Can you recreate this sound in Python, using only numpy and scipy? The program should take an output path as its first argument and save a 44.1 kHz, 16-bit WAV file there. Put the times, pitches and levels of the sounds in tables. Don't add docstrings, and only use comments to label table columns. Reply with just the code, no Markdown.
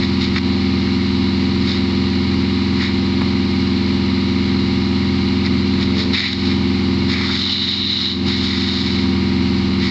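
import sys
import numpy as np
from scipy import signal
from scipy.fft import rfft, irfft, next_fast_len
from scipy.io import wavfile

SR = 44100
rng = np.random.default_rng(int(sys.argv[2]) if len(sys.argv) > 2 else 0)


def inscribe(sig):
    pcm = np.round(np.clip(np.atleast_2d(sig).T, -1, 1) * 32767)
    wavfile.write(sys.argv[1], SR, pcm.astype(np.int16))


N = 436590
TIME = np.arange(N) / SR


def from_db(db):
    return 10 ** (np.asarray(db) / 20)


def rms_one(x):
    return x / np.sqrt(np.mean(x ** 2) + 1e-20)


def drift(rate_hz):
    hop, settle = 40, 2000
    r = np.exp(-2 * np.pi * rate_hz * hop / SR)
    noise = rng.standard_normal(N // hop + settle + 2)
    slow = signal.lfilter([1], [1, -2 * r, r * r], noise)[settle:]
    return np.interp(np.arange(N) / hop, np.arange(len(slow)), rms_one(slow))


def swells(rows):
    return sum(from_db(levels_db)[:, None] * np.exp(-np.minimum((2 * (TIME - mid_s) / length_s) ** 2, 20))
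               for mid_s, length_s, *levels_db in rows)


def coloured(x, spectrum):
    size = next_fast_len(N)
    hz, db = np.transpose(spectrum)
    octave, points = np.log2(np.fft.rfftfreq(size, 1 / SR) + 1), np.log2(hz)
    beyond = np.abs(octave - np.clip(octave, points[0], points[-1]))
    gain = from_db(np.interp(octave, points, db) - 30 * beyond)
    return rms_one(irfft(rfft(x, size) * gain, size)[:N])


def resonate(x, modes, top_hz=6000):
    out = 0
    for k, (hz, width_hz, db) in enumerate(modes):
        r = np.exp(-np.pi * width_hz / SR)
        b = (1 - r * r) / 2 * np.array([1, 0, -1])
        a = [1, -2 * r * np.cos(2 * np.pi * hz / SR), r * r]
        drive = np.roll(x, k * SR)
        out = out + from_db(db) * signal.lfilter(b, a, signal.lfilter(b, a, drive))
    return rms_one(signal.sosfilt(signal.butter(6, top_hz, fs=SR, output="sos"), out))


# f/Hz, rms level/dB
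HUM_LINES = [(128.2, -34.5), (178.3, -38.5), (256.5, -37), (358, -45.5), (567, -60.5)]

def hum(waver_db):
    out = 0
    for hz, db in HUM_LINES:
        gain = from_db(db + waver_db * drift(0.95))
        out = out + gain * np.sin(2 * np.pi * hz * TIME + drift(0.78))
    return np.sqrt(2) * out


def tones(cycles, lines, waver_db):
    out = 0
    for order, db in lines:
        gain = from_db(db + waver_db * drift(1.0))
        out = out + gain * np.sin(2 * np.pi * (round(order) * cycles + rng.random()))
    return np.sqrt(2) * out


# order (multiple of the cycle rate), rms level/dB
WHINE_ORDERS = [(32, -55), (35, -55), (36, -47.5), (38, -50.5), (42, -48.5), (44, -44.5), (45, -50),
                (46, -57), (47, -54), (50, -54.5), (51, -59.5), (53, -55), (56, -49.5), (57, -52.5)]

def whine(cycles):
    return tones(cycles, WHINE_ORDERS, waver_db=1.0)


# order, relative level/dB
OVERTONE_ORDERS = [(20, 4), (24, -4), (28, -5.5)]
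# middle t/s, length/s, level/dB
OVERTONE_SWELLS = [(1.83, 0.22, -55), (3.87, .3, -53), (6.03, 0.23, -41.5)]

def overtones(cycles, rest_db):
    gain = from_db(rest_db) + swells(OVERTONE_SWELLS)[0]
    return gain * tones(cycles, OVERTONE_ORDERS, waver_db=1.5)


# f/Hz, relative density/dB
CLATTER_SPECTRUM = [(400, -7.5), (650, -16.5), (800, -3), (1000, -3.5), (1250, -1.5), (1600, -6.5),
                    (2200, -3), (3000, -10), (5000, -23), (8000, -46.5)]

def clatter(cycles, repeating, throb):
    size = 2048
    one_cycle = irfft(np.exp(2j * np.pi * rng.random(size // 2 + 1)))
    alike = rms_one(np.interp(cycles % 1 * size, np.arange(size), one_cycle))
    beat = 1 + throb * sum(np.cos(2 * np.pi * order * cycles) for order in (2, 3, 8))
    return coloured((repeating * alike + rng.standard_normal(N)) * beat, CLATTER_SPECTRUM)


# f/Hz, relative density/dB
RUMBLE_SPECTRUM = [(8, -10), (25, -6), (80, -2), (160, 0), (330, -.5), (400, -5.5), (560, -13), (700, -16),
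                   (1200, -32)]

def rumble():
    return coloured(rng.standard_normal(N), RUMBLE_SPECTRUM)


# order, relative level/dB
EXHAUST_ORDERS = [(2, -37.5), (3, -35.5), (4, -2.5), (5, -10), (6, -15.5), (7, -15.5), (8, -20.5), (9, 2),
                  (10, -10.5), (11, -5), (12, -1.5), (13, -11), (14, -26), (15, -10.5), (16, -7.5),
                  (17, -14), (18, -33), (19, -32.5), (20, -44.5), (21, -29), (22, -31.5)]

def exhaust(cycles, wander_db, uneven_db, imbalance_rad):
    size = 256
    orders, db = np.transpose(EXHAUST_ORDERS)
    log_gain = np.log(from_db(np.interp(np.arange(size // 2 + 1), orders, db)))
    pipe_rad = 2 * rfft(irfft(log_gain)[:size // 2], size).imag
    out = 0
    for order, level_db in EXHAUST_ORDERS:
        k = int(round(order))
        lag_rad = imbalance_rad * (k % 2)
        phase = 2 * np.pi * k * cycles + pipe_rad[k] - lag_rad
        out = out + from_db(level_db + wander_db * drift(0.75)) * np.cos(phase)
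    return rms_one(out) * from_db(uneven_db * drift(8.4))


# t/s, working cycle rate/Hz
ENGINE_SPEED = [(0, 21.70), (1.8, 21.79), (6.2, 21.80), (8.1, 21.865), (9, 21.62), (9.9, 21.51)]

def engine():
    rate_hz = np.interp(TIME, *np.transpose(ENGINE_SPEED))
    cycles = np.cumsum(rate_hz * (1 + 0.00046 * drift(6.7))) / SR
    drone = from_db(-16.6) * exhaust(cycles, wander_db=0.3, uneven_db=0.12, imbalance_rad=1.25)
    high_tones = whine(cycles) + overtones(cycles, rest_db=-53)
    block = from_db(-35.0) * clatter(cycles, repeating=0.39, throb=0.19)
    return drone + high_tones + block + from_db(-33.5) * rumble()


# t/s, level/dB
KNOCK_BLOWS = [(3.211, -30), (3.218, -24)]
# f/Hz, gain/dB, t60/s
KNOCK_RING = [(520, -11, 0.053), (690, -6, 0.024), (880, -6, 0.028), (1100, 5, .025), (1370, 0, .025),
              (1700, 3, 0.014), (2180, -2, .02)]

def knocks():
    clicks, out = np.zeros(N), 0
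    for t_s, db in KNOCK_BLOWS:
        clicks[int(t_s * SR)] = from_db(db)
    for hz, db, t60_s in KNOCK_RING:
        r, w = from_db(-60 / (t60_s * SR)), 2 * np.pi * hz / SR
        ring = signal.lfilter([0, np.sin(w)], [1, -2 * r * np.cos(w), r * r], clicks + 1e-18)
        out = out + from_db(db) * ring
    return out


def droplets(per_s, size_db, mist, sputter_db):
    sizes = from_db(size_db * np.minimum(rng.exponential(1, N), 4)) * rng.choice([-1, 1], N)
    hits = rms_one(sizes * (rng.random(N) < per_s / SR))
    return (hits + mist * rng.standard_normal(N)) * from_db(sputter_db * drift(45))


# f/Hz, relative density/dB
NOZZLE_SPECTRUM = [(1300, -29), (1700, -15.5), (2180, -0.5), (2600, -12.5), (2850, -3.5), (3150, -10.5),
                   (3600, -5.5), (4050, 1), (4450, -3.5), (5100, -10.5), (5700, -19.5), (6500, -28.5),
                   (7200, -28), (8500, -46)]

def nozzle(level_db):
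    spray = droplets(per_s=5000, size_db=2.5, mist=1.4, sputter_db=0.34)
    return from_db(level_db) * coloured(spray, NOZZLE_SPECTRUM)


# start t/s, rise/s, length/s, splash/dB, panel/dB, wheel well/dB, fade/(dB/s)
JET_PASSES = [(6.125, 0.027, 0.12, -16.5, -18.5, -17.5, -3), (6.247, .05, 0.25, -24, -33, -31, 29),
              (7.074, 0.057, 0.28, -19.5, -22, -35, 23), (7.3, 0.25, 0.8, -14.5, -23, -10.5, 5.5),
              (8.255, 0.05, 0.756, -19.5, -26.5, -24, 11), (9.792, 0.037, .12, -26, -27, -42, 2)]

def passes(run_off_db_per_s, wobble_db, wobble_hz):
    gains = 0
    for start_s, rise_s, length_s, *levels_db, fade_db_per_s in JET_PASSES:
        age_s = np.maximum(TIME - start_s, 0)
        slide_db = fade_db_per_s * np.minimum(age_s, length_s)
        run_off_db = run_off_db_per_s * np.maximum(age_s - length_s, 0)
        envelope = np.minimum(age_s / rise_s, 1) * from_db(-np.minimum(slide_db + run_off_db, 100))
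        gains = gains + from_db(levels_db)[:, None] * envelope
    return [gain * from_db(wobble_db * drift(wobble_hz)) for gain in gains]


# middle t/s, length/s, splash/dB, panel/dB, slap/dB
JET_FLICKS = [(0.036, 0.058, -27, -31, -46), (0.239, 0.08, -24, -31, -37), (0.368, 0.026, -23, -21.5, -25),
              (0.384, 0.009, -20.5, -23, -16), (1.71, 0.13, -24.5, -32, -54),
              (2.839, 0.1, -23.5, -24.5, -27), (5.464, 0.035, -26, -27, -35), (5.826, 0.044, -25, -32, -45),
              (6.01, 0.09, -21.5, -30.5, -58), (6.331, 0.0032, -14, -41, -42), (6.52, 0.03, -33, -29, -48),
              (7.23, 0.19, -51, -50, -29)]
# f/Hz, relative density/dB
SPLASH_SPECTRUM = [(600, -16.5), (1200, -7.5), (2000, -10.5), (2650, -18), (2950, -5.5), (3300, -4.5),
                   (3700, 5.5), (4300, 2.5), (4700, -1.5), (5200, -3), (5750, -16), (6250, -22.5),
                   (6700, -18), (8500, -43)]
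# f/Hz, width/Hz, relative level/dB
PANEL_MODES = [(1950, 310, -1.5), (2217, 390, 0)]
WELL_MODES = [(2960, 380, -10.5), (3730, 240, -4), (3924, 520, -0.5), (4210, 300, -11)]
SLAP_MODES = [(855, 220, 0), (1220, 700, 9), (1715, 1300, 0.5)]

def jet_on_car():
    splash_held, panel_held, well_held = passes(run_off_db_per_s=165.5, wobble_db=1.86, wobble_hz=3.9)
    splash_flick, panel_flick, slap_flick = swells(JET_FLICKS)
    splash = coloured(droplets(per_s=2500, size_db=3.0, mist=0.7, sputter_db=-0.2), SPLASH_SPECTRUM)
    panel = resonate(droplets(per_s=1300, size_db=-1.5, mist=0.88, sputter_db=1.6), PANEL_MODES)
    well = resonate(droplets(per_s=3600, size_db=5, mist=0.7, sputter_db=1.0), WELL_MODES)
    slap = resonate(droplets(per_s=1800, size_db=3.0, mist=1.0, sputter_db=7.0), SLAP_MODES)
    return ((splash_held + splash_flick) * splash + (panel_held + panel_flick) * panel
            + well_held * well + slap_flick * slap)


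def scene():
    return (engine() + hum(waver_db=1.3) + nozzle(level_db=-29.5) + jet_on_car() + knocks())[None]


def gain_control(x, threshold_db, slope, attack_s, release_db_per_s, sense_hz):
    treble = signal.sosfilt(signal.butter(2, sense_hz, "high", fs=SR, output="sos"), x[0])
    r = np.exp(-1 / (attack_s * SR))
    level_db = 10 * np.log10(signal.lfilter([1 - r], [1, -r], treble ** 2) + 1e-12)
    cut_db = np.maximum(level_db - threshold_db, 0) * slope
    release_db = release_db_per_s * TIME
    held_db = np.maximum.accumulate(cut_db + release_db) - release_db
    return x * from_db(-signal.lfilter([1 - r], [1, -r], held_db))


def record(dry):
    ducked = gain_control(dry, threshold_db=-25.0, slope=0.62, attack_s=0.008,
                          release_db_per_s=52.5, sense_hz=1510)
    return signal.sosfilt(signal.cheby2(14, 60, 9600, fs=SR, output="sos"), ducked)


dry = scene()
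out = record(dry)
inscribe(out)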